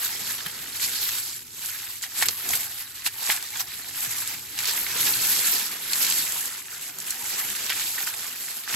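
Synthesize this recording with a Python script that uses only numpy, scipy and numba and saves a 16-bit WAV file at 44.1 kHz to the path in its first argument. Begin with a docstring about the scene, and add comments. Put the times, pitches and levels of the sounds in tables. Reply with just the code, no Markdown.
"""Dry corn husks are torn off by hand in an open field, a couple of metres from a two-port phone.
Throughout: leaves tick, crunch and fleck as decaying rings; stalks thud; filtered noise is the breeze.
First stirring and pulls; hard snaps and a knock near 2.2 s, a short lull near 3 s with snaps after it;
the strongest stirring runs from 5 to 6 s, eases until a burst of pulls near 7.7 s, and ends in
a few snaps and a low knock. The ports hear the heap with a lag and a little differently."""
import sys
import numpy as np
from scipy import signal
from scipy.fft import rfft, irfft, next_fast_len
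from scipy.io import wavfile
from scipy.ndimage import uniform_filter1d, map_coordinates
from numba import njit

SR = 44100
rng = np.random.default_rng(int(sys.argv[2]) if len(sys.argv) > 2 else 0)


def dump_mix(stems):
    """Bounce the given channels to the path in sys.argv[1] as a 16-bit WAV at rate SR."""
    frames = np.atleast_2d(stems).T  # one column per channel
    limited = np.clip(frames, -1, 1)  # hard clip at full scale
    pcm = np.round(limited * 32767).astype(np.int16)
    wavfile.write(sys.argv[1], SR, pcm)


N = 385875

# breeze spectrum, tilted further in breeze(): f/Hz, density/dB per Hz
BREEZE_SPECTRUM = [(25, -29), (40, -6.5), (55, -7.5), (110, 0), (180, -10.5), (400, -8), (1000, -60)]
# heap levels: t/s, stalk thud level/dB, breeze level/dB
HEAP_LEVELS = [(0.0, -51.5, -57), (0.78, -52.5, -56.5), (2.12, -68, -61), (2.29, -42, -54.5),
               (2.36, -66, -60), (2.51, -42.5, -51.5), (2.75, -72, -60.5), (4.92, -49.5, -55),
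               (4.97, -43, -50), (5.82, -49, -63), (6.02, -43.5, -56), (6.68, -58, -64), (7.6, -50, -59.5),
               (8.68, -57, -67.5), (8.75, -44, -55.5)]
# ears and stalks knocking on the heap: t/s, nominal peak level/dB, f/Hz, T60/s
STALK_KNOCKS = [(0.46, -38.5, 190, 0.064), (2.223, -19.5, 900, 0.03), (2.279, -37, 390, 0.05),
                (2.499, -31.5, 870, 0.056), (3.062, -33.5, 795, 0.054), (3.291, -26.5, 840, 0.064),
                (3.599, -33, 950, 0.038), (4.07, -38.5, 129, 0.11), (4.188, -39, 890, 0.068),
                (4.956, -33, 430, 0.03), (7.694, -29, 830, 0.047), (8.74, -36, 190, 0.079)]
# colour of the leaf: f/Hz, density/dB per Hz
LEAF_COLOUR = [(120, 15), (250, 17), (500, 11.5), (800, 3), (1100, -1), (1600, 6), (2400, 3), (4300, 5.5),
               (6500, 6.5), (9500, 9.5), (12000, 6), (15500, 10.5)]
# hands stirring the heap: t/s, rustle level/dB,
# then relative level/dB of: below 3.5 kHz (full by 1.75 kHz), near 4.4 kHz, above 6.5 kHz
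HAND_STIRS = [(0.0, -34, 1, 6, 3.5), (0.6, -39.5, 0.5, 4, -3), (1.08, -32.5, -3, 9.5, 6),
              (1.49, -47, -5.5, 1, -0.5), (1.7, -34.5, -0.5, 3, 0), (2.0, -45, -1, 4.5, 2.5),
              (2.5, -37, 3, 6, 5), (3.05, -50, 0.5, 4.5, 1), (3.27, -34.5, 2, 6, 1.5),
              (3.48, -40.5, -0.5, 5.5, 2), (4.1, -39, 0, 1.5, -2), (4.54, -41, -0.5, 2.5, 0.5),
              (5.05, -28, -0.5, 3.5, 2), (5.52, -27, -3, 5.5, 4), (5.8, -36, -1.5, -1, -1),
              (6.05, -26.5, -2.5, 3.5, 3), (6.6, -37, -1.5, -1, -1), (6.65, -46, -3, -2, -2),
              (7.1, -39.5, 2, -0.5, -3), (7.7, -31, -2.5, 1, -0.5), (8.25, -35.5, 0, 2, 1),
              (8.66, -55, -1, 1.5, -5.5)]
# single pulls tearing a husk: peak t/s, level/dB, 10 dB fall time/s (5 ms at least), tilt/dB per octave
HUSK_PULLS = [(0.055, -31, 0.03, -1), (0.31, -34.5, 0.05, -0.5), (0.388, -32.5, -0.03, -4),
              (0.466, -32.5, 0, 0), (0.762, -37, -0.06, 3), (0.838, -30.5, 0.0553, 1),
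              (0.96, -40.5, 0.04, 1), (1.3, -39.5, 0.1, -0.2), (2.036, -32, 0.02, -0.5),
              (2.2, -33, 0.06, 0), (2.227, -24.5, 0.0138, 0.5), (2.26, -28.5, 0.0137, 0.5),
              (2.289, -23, -0.01, -3.5), (2.539, -31.5, 0.054, 2), (2.62, -45, 0.2, 3.5),
              (2.82, -39.5, 0.02, -0.5), (2.979, -42.5, 0.07, 0.4), (3.064, -29.5, 0.017, 0.7),
              (3.23, -33, 0.01, -2.5), (3.31, -30, 0.05, 0), (3.565, -34.5, 0.04, -1.5),
              (3.605, -26.5, 0.02, -1.5), (4.032, -33, 0.1, 0.1), (4.19, -33, 0.11, 0.5),
              (4.29, -34, 0.01, -0.3), (4.59, -33, 0.03, 1), (4.66, -30, 0.1, 0), (4.73, -28.5, 0.07, 0),
              (4.96, -32.5, 0.07, -2), (5.931, -32, 0.07, 2), (6.3, -35, 0, 0), (6.72, -36.5, 0.1, -0.7),
              (6.855, -39, 0.08, 1.5), (7.11, -39, 0.1, 3), (7.32, -36, 0.16, 1.5), (7.4, -30, 0.04, 0),
              (7.665, -30, 0, 0.5), (7.702, -26, 0, 1.5), (7.8, -30.5, 0.04, 0), (7.99, -31.5, 0.04, -0.5),
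              (8.075, -28.5, 0.02, -2.5), (8.5, -35.5, 0.2, 1.5), (8.691, -30.5, 0.015, -1),
              (8.735, -28, 0.06, -0.5)]
# snaps of husk and stalk: t/s, nominal peak level/dB, centre f/Hz
HUSK_SNAPS = [(0.047, -16, 7200), (0.06, -15.5, 7280), (0.382, -23, 3500), (0.462, -16.5, 1930),
              (0.803, -16.5, 7040), (0.829, -15, 4580), (0.839, -15, 4660), (0.847, -13, 4540),
              (0.859, -17, 4470), (1.091, -13.5, 3880), (1.659, -17, 7000), (2.026, -18.5, 7190),
              (2.031, -17.5, 4560), (2.038, -20, 1860), (2.212, -17, 2030), (2.224, -4.5, 1880),
              (2.229, -14, 4840), (2.285, -4.5, 4700), (2.49, -11.5, 7060), (2.506, -12, 6500),
              (2.534, -12.5, 2100), (2.554, -13, 7500), (3.02, -27, 2600), (3.055, -21, 7160),
              (3.063, -11, 2680), (3.07, -16, 4630), (3.074, -17, 2740), (3.181, -27, 2980),
              (3.24, -19.5, 5040), (3.3, -6, 2050), (3.32, -18, 2520), (3.364, -16.5, 5030),
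              (3.572, -19, 7120), (3.886, -22, 7600), (4.006, -17, 7100), (4.048, -17.5, 5100),
              (4.186, -16, 7140), (4.275, -14, 7140), (4.578, -20, 2970), (4.589, -12, 4050),
              (4.643, -19, 2170), (4.655, -12.5, 4300), (4.776, -18, 2040), (4.865, -15, 2200),
              (5.03, -17.5, 2040), (5.055, -17, 5070), (5.071, -11.5, 2530), (5.162, -17, 7300),
              (5.933, -7, 4500), (6.047, -9.5, 4330), (6.066, -12, 4200), (6.1, -10.5, 7600),
              (6.111, -12, 4460), (6.123, -8.5, 4400), (6.322, -15, 7400), (6.456, -17.5, 7300),
              (6.986, -19, 7190), (7.002, -18.5, 7500), (7.023, -24, 7000), (7.106, -10, 7600),
              (7.551, -21, 2110), (7.695, -13, 3590), (7.701, -11, 2520), (7.707, -16, 1920),
              (7.722, -12.5, 2240), (7.981, -19.5, 1840), (8.676, -20.5, 1530), (8.7, -20, 1560),
              (8.741, -14, 1800)]
# pitches in one crack: ratio to the snap's centre f, level/dB
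CRACK_PARTIALS = [(.55, -6.5), (1, 1.5), (1.7, -4.5)]
# left port against right: f/Hz, gain/dB
LEFT_GAIN_DB = [(400, 0), (800, -6), (1500, -3), (2600, 0), (4300, -3), (5900, -7), (7700, 0)]
# likeness of the ports: f/Hz, correlation/0-1
PORT_LIKENESS = [(40, .3), (90, .55), (200, .92), (550, .8), (1500, .85), (2200, .8), (3200, .15),
                 (4500, .5), (5500, .05), (7200, .62), (8500, .8), (9100, .998)]
# phase of the left port behind the right, rising with pitch: f/Hz, lag/half cycles
LEFT_LAG_HALF_CYCLES = [(0, 0), (450, .3), (570, 1), (860, 1.6), (1800, 2), (7000, 2.05), (7750, 2.3),
                        (9100, 2.98), (9900, 3.02), (11450, 3.97), (12650, 4.02), (14250, 5), (15100, 5),
                        (15700, 5.1)]

PULL_ROUND = 1.54  # above 1: rounded top, steeper edges
PULL_RISE = 0.87  # rise time / fall time
SPLINTER_T60_S, TEAR_T60_S = .006, .032
TOP_HZ = 15750


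def undb(db):
    """Gain of a level in dB."""
    return 10 ** (np.asarray(db) / 20)


def level(x, rms_db):
    """Set the rms."""
    return x * undb(rms_db) / np.sqrt(np.mean(x ** 2))


def along_hz(table, hz):
    """A (Hz, value) table read on a log-frequency axis."""
    f, v = np.transpose(table)
    return np.interp(np.log(np.maximum(hz, 1.)), np.log(f), v)


def along_s(table, s):
    """The columns of a curve table at times s."""
    t, *columns = np.transpose(table)
    return [np.interp(s, t, c) for c in columns]


def walk(rate_hz):
    """Random levels held 1 / rate_hz s and slewed twice."""
    hold = int(SR / rate_hz)
    steps = np.repeat(rng.standard_normal(N // hold + 1), hold)
    return 1.08 * uniform_filter1d(uniform_filter1d(steps, hold), hold)[:N]


@njit
def ring(start, hz, cycles, size, count):
    """Sum of damped sines; each falls by 1/e in its number of cycles."""
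    out = np.zeros(count)
    for g in range(len(start)):
        w = 2 * np.pi * hz[g] / SR
        pole = np.exp(complex(-w / (2 * np.pi * cycles[g]), w))
        z = complex(size[g], 0.)
        for i in range(start[g], min(count, start[g] + int(6 * cycles[g] * SR / hz[g]))):
            out[i] += z.imag
            z *= pole
    return out


def ticks(s, hz, db, cycles, spread_octaves=2.4):
    """Scraps of leaf in its colour, some dead, some ringing; the air hears the change of their motion."""
    sign_chance, ring_chance = rng.random((len(s), 2)).T
    # high ticks ring for more cycles
    rings = cycles * 2 ** (spread_octaves * ring_chance) * np.sqrt(1 + hz / 4000)
    size = np.sign(sign_chance - .5) * undb(db + along_hz(LEAF_COLOUR, hz)) / np.sqrt(rings)
    start = np.clip(s * SR, 0, N - 1).astype(np.int64)
    return np.diff(ring(start, hz, rings, size, count=N), prepend=0)


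def clusters(s, db, centre_hz, t60_s, octaves, cycles, count, lead=0):
    """A fold gives way in a dying volley of ticks, the share lead of them creaking ahead of the break."""
    paths = []
    for _ in range(2):  # each path to the phone gets its own volleys
        chance = rng.random((len(s), count, 3))
        late_s = .5 * t60_s[:, None] * chance[..., 0] ** 1.7
        late_s = np.where(np.arange(count) < lead * count, -late_s, late_s)
        hz = centre_hz[:, None] * 2 ** (octaves * (chance[..., 1] + chance[..., 2] - 1))
        hz = np.where(hz > 17000, 17000 ** 2 / hz, hz)  # fold back below 17 kHz
        decay_db = 60 * np.abs(late_s) / t60_s[:, None]
        tick_db = db[:, None] - decay_db - 10 * np.log10(centre_hz[:, None] / 4000)
        paths.append(ticks((s[:, None] + late_s).ravel(), hz.ravel(), tick_db.ravel(), cycles))
    return np.array(paths)


def pulled(s, hz):
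    """Power of all pulls at times s and pitches hz: each swells quickly and dies away."""
    peak_s, db, fall_s, tilt_db = np.transpose(HUSK_PULLS)[..., None]
    after = (s - peak_s) / np.maximum(fall_s, .005)
    shape_db = -10 * np.maximum(after, -after / PULL_RISE) ** PULL_ROUND
    octaves = np.clip(np.log2(hz / 2800), -1, 1.5)
    return np.sum(undb(db + shape_db + tilt_db * octaves) ** 2, axis=0)


def handled(s, hz):
    """Tick level in dB: stirring and pulls drive the leaf, stalk thuds take over below 800 Hz."""
    stir_db, body_db, rasp_db, sheen_db = along_s(HAND_STIRS, s)
    drive_db = 10 * np.log10(undb(stir_db) ** 2 + pulled(s, hz))
    thud = np.clip(np.log2(800 / hz), 0, 1)
    body = np.clip(np.log2(3500 / hz), 0, 1)
    rasp = np.clip(1 - np.abs(np.log2(hz / 4400)) / .5, 0, 1)
    sheen = np.clip(np.log2(hz / 6500), 0, 1)
    leaf_db = drive_db + body * body_db + rasp * rasp_db + sheen * sheen_db
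    return (1 - thud) * leaf_db + thud * along_s(HEAP_LEVELS, s)[0]


def breeze():
    """Low rumble of the open field: shaped noise, swelling slowly."""
    hz = np.fft.rfftfreq(N, 1 / SR)
    spectrum = undb(along_hz(BREEZE_SPECTRUM, hz) - hz / 300)
    air = irfft(rfft(rng.standard_normal((2, N))) * spectrum, N)
    swelling = level(air * undb(0.5 * walk(4.8)), 1.8)
    return swelling * undb(along_s(HEAP_LEVELS, np.arange(N) / SR)[1])


def knocks():
    """Five quickly damped rings of alternating sign around each knock's pitch."""
    s, db, hz, t60_s = np.transpose(STALK_KNOCKS)
    chance = rng.random((len(s), 5, 2))
    part_hz = hz[:, None] * 2 ** (0.83 * (chance[..., 0] - .5))
    start = ((s[:, None] + 0.00567 * chance[..., 1]) * SR).astype(np.int64)
    cycles = np.clip(t60_s, .02, .2)[:, None] * part_hz / np.log(1000)
    size = undb(db - 5.0)[:, None] * (-1) ** np.arange(5)
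    return ring(start.ravel(), part_hz.ravel(), cycles.ravel(), size.ravel(), count=N)


def rustle(count=90000):
    """Dense bed of single leaf ticks in quick flurries; each scrape favours its own pitches."""
    flurry_db = 1.57 * walk(60)
    patch_db = 2.96 * np.array([walk(22)[::64] for _ in range(21)])  # pitch by time
    paths = []
    for _ in range(2):
        time_chance, pitch_chance, size_chance = rng.random((count, 3)).T
        s = time_chance * N / SR
        hz = 120 * (17000 / 120) ** np.sqrt(pitch_chance)
        place = [20 * np.log(hz / 120) / np.log(17000 / 120), time_chance * N / 64]
        scrape_db = map_coordinates(patch_db, place, order=1, mode="nearest")
        scrape_db = flurry_db[(time_chance * N).astype(int)] + scrape_db
        size_db = -1.5 * np.log(size_chance + hz / 3e5)  # the finest ticks are the most alike
        # high ticks are more numerous, so each is smaller
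        crowding_db = 10 * np.log10(np.log(hz / 100))
        db = handled(s, hz) + scrape_db + size_db - crowding_db
        paths.append(ticks(s, hz, db, cycles=0.48))
    return undb(8.5) * np.array(paths)


def flecks(count=900):
    """Lone dry clicks: a scrap of husk breaks within 1 ms, at several pitches together."""
    time_chance, pitch_chance, size_chance = rng.random((count, 3)).T
    s = time_chance * N / SR
    centre_hz = 1500 * 2 ** (1.6 * pitch_chance)
    # .75: they stand out most in the lulls
    db = handled(s, centre_hz) * .75 - 3 * np.log(size_chance + .03) - 1
    return clusters(s, db, centre_hz, np.full(count, .002), octaves=1.3, cycles=1.2, count=6)


def crackle(count=1300):
    """Small crunches at chance moments: volleys of ringing ticks, each near its own pitch."""
    time_chance, pitch_chance, size_chance, decay_chance = rng.random((count, 4)).T
    s = time_chance * N / SR
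    centre_hz = 700 * 2 ** (3.5 * pitch_chance)
    t60_s = .012 + .04 * decay_chance
    db = handled(s, centre_hz) - 1.6 * np.log(size_chance + 0.15) + 6.17
    return clusters(s, db, centre_hz, t60_s, octaves=.2, cycles=9, count=14, lead=.4)


def snaps():
    """Loud breaks: a sharp crack at several pitches together, splinters, and fibres tearing."""
    s, db, centre_hz = np.transpose(HUSK_SNAPS)
    crack = 0
    for ratio, part_db in CRACK_PARTIALS:
        hz = np.minimum(centre_hz * ratio, 13000)
        crack_db = db + part_db - 16 * np.log10(hz / 4000)
        crack = crack + ticks(s + .0008, hz, crack_db, cycles=1.7, spread_octaves=0.67)
    splinter_t60_s = np.full(len(s), SPLINTER_T60_S)
    splinters = clusters(s, db - 5.0, centre_hz, splinter_t60_s, octaves=1.65, cycles=0.8, count=14)
    tear_t60_s = np.full(len(s), TEAR_T60_S)
    tear = clusters(s, db - 9.0, centre_hz, tear_t60_s, octaves=1.0, cycles=9.0, count=80, lead=.15)
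    return crack + splinters + tear


def scene():
    """Two paths from the heap to the phone."""
    return breeze() + knocks() + rustle() + flecks() + crackle() + snaps()


def record(dry):
    """The ports share one path in part; the left is shaded and late; peaks are rounded, the top cut."""
    size = next_fast_len(N + 4096)
    hz = np.fft.rfftfreq(size, 1 / SR)
    shared, own = rfft(dry, size)
    alike = along_hz(PORT_LIKENESS, hz)
    lag = np.exp(-1j * np.pi * np.interp(hz, *np.transpose(LEFT_LAG_HALF_CYCLES)))
    left = alike * shared * lag + np.sqrt(1 - alike ** 2) * own
    left = undb(along_hz(LEFT_GAIN_DB, hz)) * left
    ports = irfft(np.array([left, shared]), size)[:, :N]
    ports = .95 * np.tanh(ports / .95)
    ports = signal.sosfilt(signal.butter(1, 35, "highpass", fs=SR, output="sos"), ports)
    return signal.sosfilt(signal.ellip(12, .2, 90, TOP_HZ, fs=SR, output="sos"), ports)


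dry = scene()
out = record(dry)
dump_mix(out)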